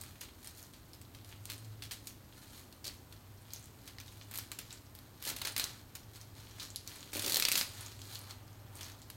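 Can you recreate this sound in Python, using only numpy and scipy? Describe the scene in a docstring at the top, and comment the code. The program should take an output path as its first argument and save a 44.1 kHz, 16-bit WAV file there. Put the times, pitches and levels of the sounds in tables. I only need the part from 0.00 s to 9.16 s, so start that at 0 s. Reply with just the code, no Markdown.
"""Opening a net bag of pine cones

Someone snips at the knot of a net bag of dry pine cones, lays the scissors down and pulls the mesh open.
Strands and cone scales snap: each brief impulse excites a damped vibration and sets neighbours clattering.
The net crackles by stick-slip friction, the cones knock together, and sleeves and hands brush past.
A carpeted living room adds a short reverberation, a low wavering drone and faint hiss."""
import sys
import numpy as np
from scipy import signal
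from scipy.fft import rfft, irfft
from scipy.io import wavfile

SR = 44100
rng = np.random.default_rng(int(sys.argv[2]) if len(sys.argv) > 2 else 0)


def transcribe(u):
    """Save the signal u as a 16-bit wav file named by the first command-line argument.

    u: samples, shape (n,) or (channels, n), limited to [-1, 1]; the rate is SR.
    q: integer samples, one column per channel.
    """
    v = np.clip(np.atleast_2d(u).T, -1, 1)
    q = np.round(v * 32767).astype(np.int16)
    wavfile.write(sys.argv[1], SR, q)


N = 403956
TIME = np.arange(N) / SR

# spectrum of the room air: (frequency [Hz], relative level [dB])
AIR_SPECTRUM = [(15, -35), (38, -7), (100, -2), (170, -8.5), (300, -8), (500, -16), (1000, -18),
                (2500, -26.5), (4200, -26.5), (6000, -30), (9000, -29), (10500, -33), (13000, -27.5),
                (16000, -31)]
# low room resonances: (frequency [Hz], half-width [Hz], level [dB])
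ROOM_MODES = [(64, 25, -67.5), (90, 7.4, -64.5), (122.6, 8, -66), (263, 31, -72)]
# envelope of the room's drone: (time [s], relative level [dB])
DRONE_LEVELS = [(0, -72), (1.0, -63), (1.68, -46), (2.0, -59), (2.8, -75), (3.3, -54), (3.8, -60),
                (4.25, -52), (5.0, -67), (5.5, -56), (5.9, -62), (6.3, -52.5), (7.0, -63), (7.22, -46.5),
                (7.45, -69), (7.8, -51.5), (8.5, -50.5), (9.16, -59)]
# spectra of cloth, cones, net and snaps: (frequency [Hz], relative level [dB])
CLOTH_SPECTRUM = [(200, -11), (500, 3.5), (800, 9.5), (1500, 2.5), (3000, -6.5), (12000, -45)]
CONE_SPECTRUM = [(90, -27), (170, -8.5), (260, 0), (350, 0), (550, -3), (800, -9), (1400, -12.5),
                 (3000, -11.5), (8000, -20)]
NET_SPECTRUM = [(300, -11.5), (1000, -7), (1750, -6), (2600, -4.5), (3400, -2.5), (4200, 1.5), (5200, -5),
                (6200, -1.5), (7600, -6), (9400, -3.5), (10300, -10.5), (11600, -4), (16000, -12)]
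SNAP_SPECTRUM = [(150, -14), (400, -17.5), (1200, -12.5), (1750, -7.5), (2600, -3.5), (3300, -1.5),
                 (4300, 2.5), (6000, -1.5), (7600, -2.5), (9400, -2), (10300, -6.5), (11500, -3.5),
                 (13500, -4), (16000, -8.5)]
# sleeves and hands brush past: (peak time [s], relative level [dB], rise [s], fall [s])
BRUSHES = [(.02, -66, .05, 0.038), (2.6, -73.5, 0.21, 1.5), (5.5, -70, 1.4, 1.1), (8.2, -60, 0.034, 0.17),
           (8.82, -63, 0.5, 0.28)]
# the cones shift in the bag: (peak time [s], relative level [dB], rise [s], fall [s])
CONE_SHIFTS = [(1.51, -56, 0.022, 0.036), (2.87, -53, 0.023, 0.015), (4.6, -59, 0.051, 0.034),
               (5.27, -48, 0.015, 0.044), (5.47, -58, 0.064, .05), (5.6, -52, 0.051, 0.035),
               (7.15, -49.5, 0.017, .1), (7.28, -47, 0.12, 0.23)]
# tugs slide the net over the scales; taut strands sizzle, slack ones sound duller:
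# (peak time [s], relative level [dB], rise [s], fall [s], treble gain [dB])
TUGS = [(.02, -52.5, 0.095, 0.085, 0), (.23, -51, .02, 0.025, -2), (.46, -56.5, 0.068, 0.078, 3),
        (.58, -56.5, 0.021, 0.057, 6), (1.3, -56, 0.042, 0.05, 1), (1.51, -55.5, 0.056, 0.14, -2),
        (1.93, -51, .02, 0.046, -8), (2.08, -57.5, 0.036, 0.033, 8), (2.38, -56, 0.035, 0.13, -1),
        (2.6, -53, 0.11, 0.027, 0.5), (2.88, -61, 0.022, 0.073, 6), (3.54, -55.5, 0.045, 0.1, -3),
        (3.88, -55, 0.058, 0.032, -1), (4.08, -59.5, 0.037, 0.22, 2), (4.37, -49, 0.045, 0.064, -1),
        (4.73, -51, 0.059, 0.026, -4), (5.282, -38, 0.033, 0.029, -5), (5.48, -40, 0.035, 0.025, -2),
        (5.6, -39, .012, 0.08, -5), (6.159, -52.5, 0.03, 0.023, -1), (6.21, -53, 0.02, 0.02, -2),
        (6.36, -55.5, .015, 0.3, -3.5), (6.62, -47.5, 0.045, 0.074, -4), (6.9, -49.5, 0.05, 0.17, -2.5),
        (7.171, -44, 0.023, 0.14, 1), (7.38, -43, 0.14, 0.21, 3), (7.589, -36.5, 0.059, 0.028, 4),
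        (7.81, -47, 0.12, 0.1, -4.5), (8.13, -47.5, 0.087, 0.073, -1), (8.309, -48.5, 0.068, 0.017, -5),
        (8.76, -53, .015, .05, 3), (8.84, -48, 0.043, 0.075, -2.5)]
# snaps of strands, cone scales and scissors: (time [s], level [dB], low-mid gain [dB],
# treble gain [dB], relative clatter level [dB], ring frequency [Hz], crack decay [s])
SNAPS = [(0.0136, -42, 6, 21, -20, 8300, 0.00031), (0.037, -48.5, 10, 2, -10, 9400, 0.00077),
         (0.2094, -42, 2, 5, 1.5, 6550, 0.0042), (0.445, -48.5, 8, 4, -8, 9220, 0.0013),
         (.628, -50, -23, 17, -1, 6600, .0003), (.736, -55.5, 4, -5, 5, 9170, 0.001),
         (.473, -43.5, 9, 7, -17, 8960, 0.0008), (.9335, -52.5, 0, 3, 4, 5250, 0.00056),
         (1.0145, -53.5, 10, 9, 1, 8180, .001), (1.148, -51.5, 7, 1, 0, 3200, 0.0018),
         (1.246, -53.5, 4, -6, -12, 10810, 0.0014), (1.455, -43, 0, 6, -10, 9140, 0.00056),
         (1.5, -39.5, 7, 3, 5.5, 4300, 0.00086), (1.822, -44.5, 5, -6, 6.5, 3450, 0.0014),
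         (1.837, -47, -9, 13, -6, 3420, .0006), (1.91, -42.5, 9, -1, 1, 3240, .0022),
         (1.915, -43, 4, 3, 7, 12900, 0.0023), (2.071, -40.5, 3, 6.5, -5, 6850, 0.002),
         (2.726, -53, 1, -4, -8, 4400, .0012), (2.843, -45, -2, -2, 10, 5300, 0.0016),
         (2.853, -45, -3, -6, -2, 4600, 0.0008), (2.87, -40.5, -27, -9, 0, 4050, 0.0012),
         (2.88, -40.5, -4, -11, -16, 4600, 0.00053), (3.6567, -54, -8, 13, -12, 7110, 0.0014),
         (3.1248, -50.5, 4, -2, -7, 3500, 0.0023), (3.5352, -38, -14, 2, -11, 6600, 0.00046),
         (3.8766, -46.5, 13, 3, -4, 6300, 0.0016), (3.9848, -47.5, -2, -19, -12, 1990, 0.00064),
         (4.001, -46, 13, 4, 0, 6240, .0012), (4.0804, -51, -8, -20, -11, 3830, 0.00052),
         (4.3124, -46, 21, 16, 3, 8100, 0.0011), (4.339, -44.5, 15, 9, 8, 13820, 0.00065),
         (4.356, -41, 12, 10, -10, 12960, .0014), (4.3754, -38, -7, 7, -8, 8400, 0.00048),
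         (4.3864, -36, 18, 14.5, -15, 12700, 0.00079), (4.5167, -38, 16, 8.5, -6, 7650, .0016),
         (4.5879, -38.5, 8.5, 4.5, -3.5, 7410, 0.0018), (4.7073, -47, -5, -18, -2, 4030, .0006),
         (4.951, -49.5, 8.5, 9, -1, 12320, .0004), (4.989, -53.5, 3, 0, -3, 12700, 0.00038),
         (5.262, -43, 1, 8, -8, 11460, .0015), (5.2245, -42.5, 8, 4, -12, 13100, .0014),
         (5.2386, -44, 8, 10, -5, 13180, 0.0011), (5.2511, -38.5, -6, 6, -2, 3000, .0018),
         (5.274, -39.5, 7, 8, 11, 7580, 0.0018), (5.2984, -36, 9, 6, -15, 8050, 0.0029),
         (5.3637, -39, 11, 4, 1, 11400, 0.0021), (5.4161, -35.5, 13, 2, -14, 4000, 0.0027),
         (5.4504, -33, 8, 0, -14, 4630, 0.0029), (5.4721, -35, 7, -4, -10, 9800, 0.0014),
         (5.5641, -31.5, 9, 1.5, -17, 4150, 0.0013), (5.579, -32, 6, 4, 3.5, 11800, .001),
         (5.5967, -29.5, 6, -1, -20, 4300, 0.0011), (5.641, -32, -26, -7, -19, 3920, 0.00053),
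         (5.952, -41.5, 9, 7, -1, 6940, 0.0031), (6.2136, -50, -14, -8, -8, 6000, 0.00035),
         (6.5982, -39, -25, -33, 0, 4270, .0006), (6.603, -46, -18, -6, -6, 4000, .0003),
         (6.627, -48, -12, -8, 9.5, 6160, .0018), (6.7598, -36, -19, -15, -16, 11230, 0.00039),
         (6.8756, -41.5, -5, 0, -4, 6050, .0008), (7.1318, -40.5, 5, 4, 7.5, 2370, .0017),
         (7.151, -39, -1, -1, -3, 2450, .0014), (7.221, -37, 6, 5, 4, 9300, 0.0022),
         (7.168, -36, 0, 7, -13, 2480, 0.002), (7.1939, -34, 2, -5, -8, 11200, 0.0022),
         (7.245, -35, 0, -3, -3, 3600, 0.0018), (7.2622, -33.5, -1, 7, 2, 4660, .0015),
         (7.2794, -33.5, 0, 1, -3, 4600, 0.0015), (7.2965, -32.5, 1, 1, 3, 12920, 0.0012),
         (7.3213, -31, -4, 1, 4, 4300, 0.001), (7.3443, -25.5, -3, 9, -10, 4200, 0.00055),
         (7.3592, -27.5, -1, -8, -20, 4240, .0004), (7.3693, -25, -1, 5, -22, 4440, 0.00093),
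         (7.3986, -28.5, 2, -3, -12, 12300, .0011), (7.4236, -26.5, -2, -5, -5, 2550, 0.00078),
         (7.4519, -24.5, 2, -6, -14, 4600, 0.00073), (7.485, -27, 4, 1, -6, 2650, .0014),
         (7.517, -26.5, -3, -2, -10, 2650, 0.00077), (7.5221, -29.5, 6, 4, -2, 13100, 0.00074),
         (7.533, -35, -1, -14, -12, 5170, .0003), (7.5547, -25.5, -9, -12, -2, 2680, .0009),
         (7.575, -27, 1, 3, 2, 11400, 0.0034), (7.612, -30.5, 7, -7, -4, 4950, 0.00024),
         (8.017, -46, -22, -16, -12, 3200, .0012), (8.1492, -45, -6, 13, -12, 12600, .0008),
         (8.155, -41.5, -13, -31, -13, 4370, 0.0011), (8.191, -48, -8, 10, -10, 12800, .0007),
         (8.3084, -44.5, -1, -8, -15, 4500, .0013), (8.809, -43.5, 8, -4, -2.5, 3260, 0.0023),
         (9.018, -53, -17, -11, 1, 7700, .0005), (9.1008, -44, 9, 4, -24, 11600, 0.0015)]


def undb(db):
    """Amplitude ratio of a level in decibels."""
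    return 10 ** (np.asarray(db) / 20)


def unit_rms(x):
    """Normalisation to mean power 1."""
    return x / np.sqrt(np.mean(x ** 2))


def unit_energy(x):
    """Normalisation to total energy 1."""
    return x / np.sqrt(np.sum(x ** 2) + 1e-18)


def spectrum_db(hz, spectrum):
    """Level interpolated on a logarithmic frequency axis."""
    f, db = np.transpose(spectrum)
    return np.interp(np.log(hz + 1), np.log(f), db)


def response(spectrum, size=1024):
    """Minimum-phase impulse response of a body with the given spectrum."""
    hz = np.arange(size // 2 + 1) * SR / size
    cepstrum = irfft(np.log(undb(spectrum_db(hz, spectrum))))
    cepstrum[1:size // 2] *= 2  # folding the cepstrum makes the response causal
    cepstrum[size // 2 + 1:] = 0
    return unit_energy(irfft(np.exp(rfft(cepstrum))))


def through(x, impulse_response):
    """Convolution: a sound passes through a linear system."""
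    return signal.oaconvolve(x, impulse_response)[:len(x)]


def resonance(hz, half_width_hz):
    """A resonance driven by noise gives a narrow band, here of rms 1."""
    f = np.arange(N // 2 + 1) * SR / N
    return unit_rms(irfft(rfft(rng.standard_normal(N)) / (1 + ((f - hz) / half_width_hz) ** 2), N))


def damped_mode(hz, decay_s, t):
    """Free vibration of a stiff body: a decaying sinusoid of energy 1."""
    return unit_energy(np.sin(2 * np.pi * hz * t) * np.exp(-t / decay_s))


def impulses(per_s, spread_db, size):
    """Shot noise: random impulses, many weak and a few strong, of mean power near 1."""
    chance = np.clip(per_s / SR, 1e-6, 1)
    strength = unit_rms(undb(spread_db * np.minimum(rng.exponential(size=size), np.pi)))
    return (rng.random(size) < chance) * rng.choice([-1, 1], size) * strength / np.sqrt(chance)


def swell(peak_s, db, rise_s, fall_s):
    """Exponential growth and decay of one movement."""
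    return undb(db) * np.exp(-np.maximum((peak_s - TIME) / rise_s, (TIME - peak_s) / fall_s))


def movements(rows):
    """Incoherent addition: the powers of overlapping movements sum to one envelope."""
    return np.sqrt(sum(swell(*row) ** 2 for row in rows) + 1e-18)


def background(air_db=-58.5, drone_hz=103.0, hiss_hz=12200, hiss_db=-76):
    """Ambient noise: steady air and hiss, rumble in the room modes and a frequency-modulated drone."""
    f = np.arange(N // 2 + 1) * SR / N
    air = unit_rms(irfft(rfft(rng.standard_normal(N)) * undb(spectrum_db(f, AIR_SPECTRUM)), N))
    rumble = sum(undb(db) * resonance(hz, width) for hz, width, db in ROOM_MODES)
    waver_hz = 2.536 * resonance(0, 2.03)
    phase = 2 * np.pi * np.cumsum(drone_hz + waver_hz) / SR
    envelope = undb(np.interp(TIME, *np.transpose(DRONE_LEVELS)) - 3)
    drone = envelope * (np.sqrt(2) * np.sin(phase) + 0.16 * resonance(drone_hz, 5.9))
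    return undb(air_db) * air + rumble + drone + undb(hiss_db) * resonance(hiss_hz, 350)


def room_response(early_db=-6, early_s=0.0084, tail_db=-5, t60_s=0.32, treble_t60_s=0.29):
    """Reverberation: early reflections off the furniture, then a tail that loses its treble first."""
    t = np.arange(SR // 3) / SR
    onset = np.clip((t - .002) / 0.00033, 0, 1)
    early = unit_energy(impulses(3000, 3.3, len(t)) * onset * np.exp(-t / early_s))
    low = signal.lfilter(*signal.butter(2, 6500, fs=SR), rng.standard_normal(len(t)))
    high = signal.lfilter(*signal.butter(2, 6500, "high", fs=SR), rng.standard_normal(len(t)))
    tail = low * undb(-60 * t / t60_s) + 0.66 * high * undb(-60 * t / treble_t60_s)
    return undb(early_db) * early + undb(tail_db) * unit_energy(tail * onset)


def in_room(x):
    """Superposition of the direct sound and its reflections."""
    return x + through(x, room_response())


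def cloth(slips_per_s=5000, gain_db=-2):
    """Sliding friction: fibres slip in a dense, soft stream."""
    slips = impulses(slips_per_s, 1.5, N) * movements(BRUSHES)
    return undb(gain_db) * through(slips, response(CLOTH_SPECTRUM))


def cones(knocks_per_s=500, gain_db=-1):
    """Impact excitation: light woody cores knock together as the bag rolls."""
    knocks = impulses(knocks_per_s, 10.6, N) * movements(CONE_SHIFTS)
    return undb(gain_db) * through(knocks, response(CONE_SPECTRUM))


def pull(hold_db=-70):
    """Power summation of the tugs gives the fingers' effort and a power-weighted treble gain."""
    power = treble = undb(hold_db) ** 2  # the net creaks faintly even when only held
    for peak_s, db, rise_s, fall_s, treble_db in TUGS:
        tug_power = swell(peak_s, db, rise_s, fall_s) ** 2
        power = power + tug_power
        treble = treble + tug_power * undb(treble_db)
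    return np.sqrt(power), treble / power


def scale_tips(effort, per_s=22, low_hz=2400, high_hz=10000, decay_s=.0003, gain_db=-5):
    """Plucking: scale tips flick free of the mesh at random, each ringing at its natural frequency."""
    t = np.arange(512) / SR
    strain = np.minimum(effort, undb(-56))
    out = np.zeros(N + len(t))
    for when, pitch, force in rng.random((int(per_s * N / SR), 3)):
        start = int(when * N)
        flick = damped_mode(low_hz * (high_hz / low_hz) ** pitch, decay_s, t)
        out[start:start + len(t)] += strain[start] * undb(15.24 * force ** 2 - 9) * flick
    return undb(gain_db) * np.sqrt(SR / per_s) * in_room(out[:N])


def net(effort, treble_gain, decay_s=0.00084, scrape_db=-11, gain_db=-3, scale_count=8):
    """Stick-slip friction: strands catch on differently tuned scales, more often under a harder pull."""
    t = np.arange(256) / SR
    catches_per_s = 600 * effort / undb(-53.5) + 150
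    crackle = np.zeros(N)
    for _ in range(scale_count):
        scale_response = unit_energy(rng.standard_normal(len(t)) * np.exp(-t / decay_s))
        catches = impulses(catches_per_s / scale_count, 3.0, N) * effort
        crackle += in_room(through(catches, scale_response))
    scrape = undb(scrape_db) * effort * rng.standard_normal(N)
    sliding = crackle / np.sqrt(scale_count) + scrape
    dull = signal.sosfiltfilt(signal.butter(2, 6500, fs=SR, output="sos"), sliding)
    return undb(gain_db) * through(dull + treble_gain * (sliding - dull), response(NET_SPECTRUM))


def snaps(ring_s=.0012, clatter_rise_s=0.0081, clatter_fall_s=0.019, echo_db=-1, ring_echo_db=-4):
    """Impulsive excitation: a crack rings a heavily damped scale or blade and rattles its neighbours."""
    size = SR // 3
    t = np.arange(size) / SR
    out = np.zeros(N + size)
    hz, wood_db = np.transpose(SNAP_SPECTRUM)
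    low_shelf = 1 / (1 + (hz / 3000) ** 4)
    high_shelf = 1 / (1 + (7000 / hz) ** 4)
    clatter_envelope = np.exp(-t / clatter_fall_s) * (1 - np.exp(-t / clatter_rise_s))
    for time_s, db, low_db, high_db, clatter_db, ring_hz, crack_s in SNAPS:
        body = response(np.transpose([hz, wood_db + low_db * low_shelf + high_db * high_shelf]))
        age = t / crack_s  # a fracture spreads, then runs out
        crack = unit_energy(impulses(20000, 3.3, size) * np.sqrt(age) * np.exp(-age))
        clatter = unit_energy(impulses(2000, 8.7, size) * clatter_envelope)
        direct = crack + undb(clatter_db - 4) * clatter
        reflections = room_response()  # each snap comes from another spot, with its own reflections
        echoes = undb(echo_db) * np.linalg.norm(direct) * reflections
        ring = damped_mode(ring_hz, ring_s, t)
        ring_echoes = through(undb(ring_echo_db) * reflections, ring[:len(body)])
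        ring_gain = undb(-5) * (ring_s / crack_s) ** 0.33  # the quicker the crack, the more it rings
        snap = through(direct + echoes, body) + ring_gain * (ring + ring_echoes)
        # the level is roughly the snap's energy averaged over 4.7 ms
        gain = undb(db) * np.sqrt(0.0047 * SR) / np.hypot(1, ring_gain)
        start = int(time_s * SR)
        out[start:start + size] += gain * snap
    return out[:N]


def scene():
    """Superposition of the handled bag and the room's ambient noise, in one channel."""
    effort, treble_gain = pull()
    bag = snaps() + net(effort, treble_gain) + scale_tips(effort) + in_room(cones() + cloth())
    return (bag + background())[None]


def record(dry, cutoff_hz=15950):
    """Band limiting: a steep elliptic low-pass removes the highest treble."""
    return signal.sosfilt(signal.ellip(10, .2, 80, cutoff_hz, fs=SR, output="sos"), dry)


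dry = scene()
out = record(dry)
transcribe(out)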